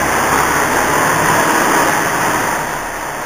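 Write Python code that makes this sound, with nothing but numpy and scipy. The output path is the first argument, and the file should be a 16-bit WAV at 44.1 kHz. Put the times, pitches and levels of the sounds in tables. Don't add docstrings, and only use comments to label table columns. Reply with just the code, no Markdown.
import sys
import numpy as np
from scipy import signal
from scipy.fft import rfft, irfft, next_fast_len
from scipy.io import wavfile
from scipy.ndimage import uniform_filter1d, map_coordinates

SR = 44100
rng = np.random.default_rng(int(sys.argv[2]) if len(sys.argv) > 2 else 0)


def waveform_to_disk(signal):
    frames = np.transpose(np.atleast_2d(signal))
    scaled = np.clip(frames, -1, 1) * 32767
    samples = np.round(scaled).astype(np.int16)
    wavfile.write(sys.argv[1], SR, samples)


def invert_db(level):
    return 10 ** (np.asarray(level, dtype=float) / 20)


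N = 143325

# f/Hz, time to fall 60 dB/s
HALL_DECAY = [(100, 1.93), (1000, 1.01), (4000, 3.3)]
# multiple of its firing rate, level/dB
IDLE_TONES = [(1, -43), (2, -56), (3, -58.5), (4, -42.5), (6, -45.5)]
# f/Hz, level per Hz/dB
IDLE_BLOCK = [(70, -20.5), (450, -7), (600, -1), (960, 1), (1330, -7.5), (1800, -4.5), (2400, -17),
              (3900, -25.5)]
# t/s, f/Hz, level/dB
SECOND_GEAR_WHINE = [
    (.6, 810, -45),
    (.8, 840, -25),
    (1.05, 900, -27),
    (1.25, 950, -24),
    (1.6, 955, -28),
    (2.1, 950, -33),
    (2.4, 945, -26),
    (2.65, 940, -29),
    (2.9, 935, -45),
]
# t/s, f/Hz, level/dB
GEAR_WHINE = [
    (1.45, 1610, -70),
    (1.58, 1640, -31),
    (1.9, 1710, -28),
    (2.05, 1720, -26),
    (2.2, 1765, -70),
]
# t/s, firing rate/Hz
FIRING_RATE = [
    (0, 65),
    (1.3, 76.4),
    (1.6, 79.3),
    (2.1, 80.5),
    (2.5, 78),
    (3.25, 66),
]
# t/s, level/dB
EFFORT = [(0, -15.5), (.4, -14), (.48, -15), (.8, -14.5), (1.82, -12.5), (2.05, -16), (2.28, -16),
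          (2.4, -16), (2.56, -19.5), (2.72, -21), (2.9, -24.5), (3.25, -26)]
# f/Hz, level per Hz/dB
BLOCK = [(45, -20), (90, -16), (250, -6), (900, -4), (1950, -7), (2250, -14), (3400, -18), (4000, -25)]
# f/Hz, width/Hz, boost/dB
CASING_RINGS = [(978, 380, 6.5), (1751, 680, 4), (328, 68, 2.5)]
# multiple of the firing rate, level/dB
FAN_BLADE_TONES = [(11, -36.5), (13, -37), (14, -34.5)]
# sixths of the firing rate, level/dB
EXHAUST_TONES = [(18, -48), (21, -37), (23, -39.5), (24, -32.5), (25, -45), (26, -38), (27, -36), (30, -33),
                 (36, -32.5), (42, -32.5), (48, -31)]
# f/Hz, width/Hz, boost/dB
PIPE = [(68.6, 13, 8.5), (80.3, 10, -13), (150.6, 7.2, 3), (281.7, 4.3, 5), (311.5, 49, 5.5),
        (413.6, 17, 5.5)]
# t/s, level/dB
BOOM = [
    (0, -27.5),
    (.13, -28.5),
    (.95, -29),
    (1.05, -25.5),
    (1.35, -20.5),
    (1.55, -37),
    (1.9, -28),
    (2.3, -28),
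    (3.2, -46),
]
# sixths of the firing rate, level/dB
BOOM_TONES = [(6, -13), (8, -16.5), (9, -11.5), (12, -10), (13, -9), (15, -18)]
# f/Hz, rounding step as a multiple of the broad level
COARSE_STEPS = [(2500, .05), (4000, .85), (8000, .95), (10500, .9), (12000, 1.5), (14000, 1)]


def unit(x):
    return x / np.sqrt(np.mean(x ** 2) + 1e-20)


def along(points, hz):
    f, v = np.transpose(points)
    return np.interp(np.log(hz + 1), np.log(f + 1), v)


def curves(rows):
    s, *cols = np.transpose(rows)
    return [np.interp(np.arange(N) / SR, s, c) for c in cols]


def wobble(rate):
    knots = rng.standard_normal(int(N * rate / SR) + 4)
    return map_coordinates(knots, [np.arange(N) * rate / SR])


def filtered(x, response):
    m = next_fast_len(N + SR // 2)
    return irfft(rfft(x, m) * response(np.fft.rfftfreq(m, 1 / SR)), m)[:N]


def bumps(peaks, hz):
    return invert_db(sum(db / (1 + (2 * (hz - c) / w) ** 2) for c, w, db in peaks))


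def hall(x, wet_db):
    hop, lead = int(0.25 * SR), SR // 2
    long = np.r_[x[lead:0:-1], x, np.zeros(2 * hop)]
    wet = np.zeros(N + 3 * SR)
    fade = np.sin(np.arange(2 * hop) * np.pi / (2 * hop))
    for at in range(0, N + lead, hop):
        hz, t, z = signal.stft(rng.standard_normal(SR * 2 // 3), SR, nperseg=256)
        decay = invert_db(-60 * t / along(HALL_DECAY, hz)[:, None])
        tail = signal.istft(z * decay, SR, nperseg=256)[1]
        piece = signal.fftconvolve(long[at:at + 2 * hop] * fade, tail / np.linalg.norm(tail))
        wet[at:at + len(piece)] += piece
    return (x + invert_db(wet_db) * wet[lead:][:N]) / np.hypot(1, invert_db(wet_db))


def clatter(firings, repeats, colour, wet_db):
    pattern = rng.standard_normal(1024)
    same = pattern[(firings / 6 % 1 * len(pattern)).astype(int)]
    share = np.clip(repeats, 0, 1)
    strength = invert_db(3.3 * rng.standard_normal(1024))[firings.astype(int)]
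    swell = 1 + 0.52 * strength * np.cos(2 * np.pi * firings)
    fresh = unit(filtered(swell * rng.standard_normal(N), colour))
    repeated = unit(filtered(same, colour))
    return unit(hall(np.sqrt(share) * repeated + np.sqrt(1 - share) * fresh, wet_db))


def tones(turns, table, wander_db):
    total = 0
    for k, db in table:
        level = np.sqrt(2) * invert_db(db + wander_db * wobble(4.77))
        total = total + level * np.sin(2 * np.pi * (k * turns + rng.random()))
    return total


def whine(rows, blur_hz):
    hz, db = curves(rows)
    turns = np.cumsum(hz + blur_hz * wobble(25)) / SR
    return np.sqrt(2) * invert_db(db + 2.1 * wobble(14)) * np.sin(2 * np.pi * turns)


def idling_bus():
    firings = np.cumsum(35.3 + 0.308 * wobble(2)) / SR
    far = clatter(firings, 0.14, lambda hz: invert_db(along(IDLE_BLOCK, hz)), wet_db=19)
    return tones(firings, IDLE_TONES, wander_db=2.5) + invert_db(-24) * far


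def engine_roar(firings, effort_db):
    def colour(hz):
        return invert_db(along(BLOCK, hz)) * bumps(CASING_RINGS, hz)

    roar = clatter(firings, 0.25, colour, wet_db=5.5)
    return invert_db(effort_db + 0.5 * wobble(12)) * roar


def exhaust_hum(firings, effort_db):
    def pipe(hz):
        return bumps(PIPE, hz)

    hum = filtered(tones(firings / 6, EXHAUST_TONES, wander_db=1.2), pipe)
    hum = hum + tones(firings, FAN_BLADE_TONES, wander_db=5)
    hum = invert_db(1.6 * (effort_db - effort_db.max())) * hall(hum, wet_db=-10)
    boom = filtered(tones(firings / 6, BOOM_TONES, wander_db=1.5), pipe)
    return hum + invert_db(curves(BOOM)[0]) * boom


def departing_bus():
    firings = np.cumsum(curves(FIRING_RATE)[0]) / SR
    effort_db = curves(EFFORT)[0]
    engine = engine_roar(firings, effort_db) + exhaust_hum(firings, effort_db)
    return engine + whine(GEAR_WHINE, blur_hz=7.7) + whine(SECOND_GEAR_WHINE, blur_hz=14)


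def scene():
    return (idling_bus() + departing_bus())[None]


def coarse(x):
    z = signal.stft(x, window="cosine", nperseg=2048)[2]
    power = uniform_filter1d(abs(z) ** 2, int(1800 * 2048 / SR), axis=0)
    level = np.sqrt(uniform_filter1d(power, 3, axis=1) + 1e-20)
    step = along(COARSE_STEPS, np.fft.rfftfreq(2048, 1 / SR))[:, None] * level
    step = step * invert_db(1.2 * rng.standard_normal(z.shape[1]))
    return signal.istft(step * np.round(z / step), window="cosine", nperseg=2048)[1][:N]


def top_cut(x):
    return signal.sosfilt(signal.butter(12, 16510, fs=SR, output="sos"), x)


def record(dry):
    hold_hz, band_hz, steepness, top_hz = 8002.6, 3800, 10.3, 15450
    band = filtered(dry[0], lambda hz: 1 / (1 + (hz / band_hz) ** (2 * steepness)))
    sample_number = np.floor(np.arange(N) * hold_hz / SR)
    held = band[(sample_number * SR / hold_hz).astype(int)] - 0.0047
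    held = coarse(np.clip(held, -0.9, 0.9))
    mix = filtered(held, lambda hz: hz < top_hz)[None]
    return top_cut(mix)


dry = scene()
out = record(dry)
waveform_to_disk(out)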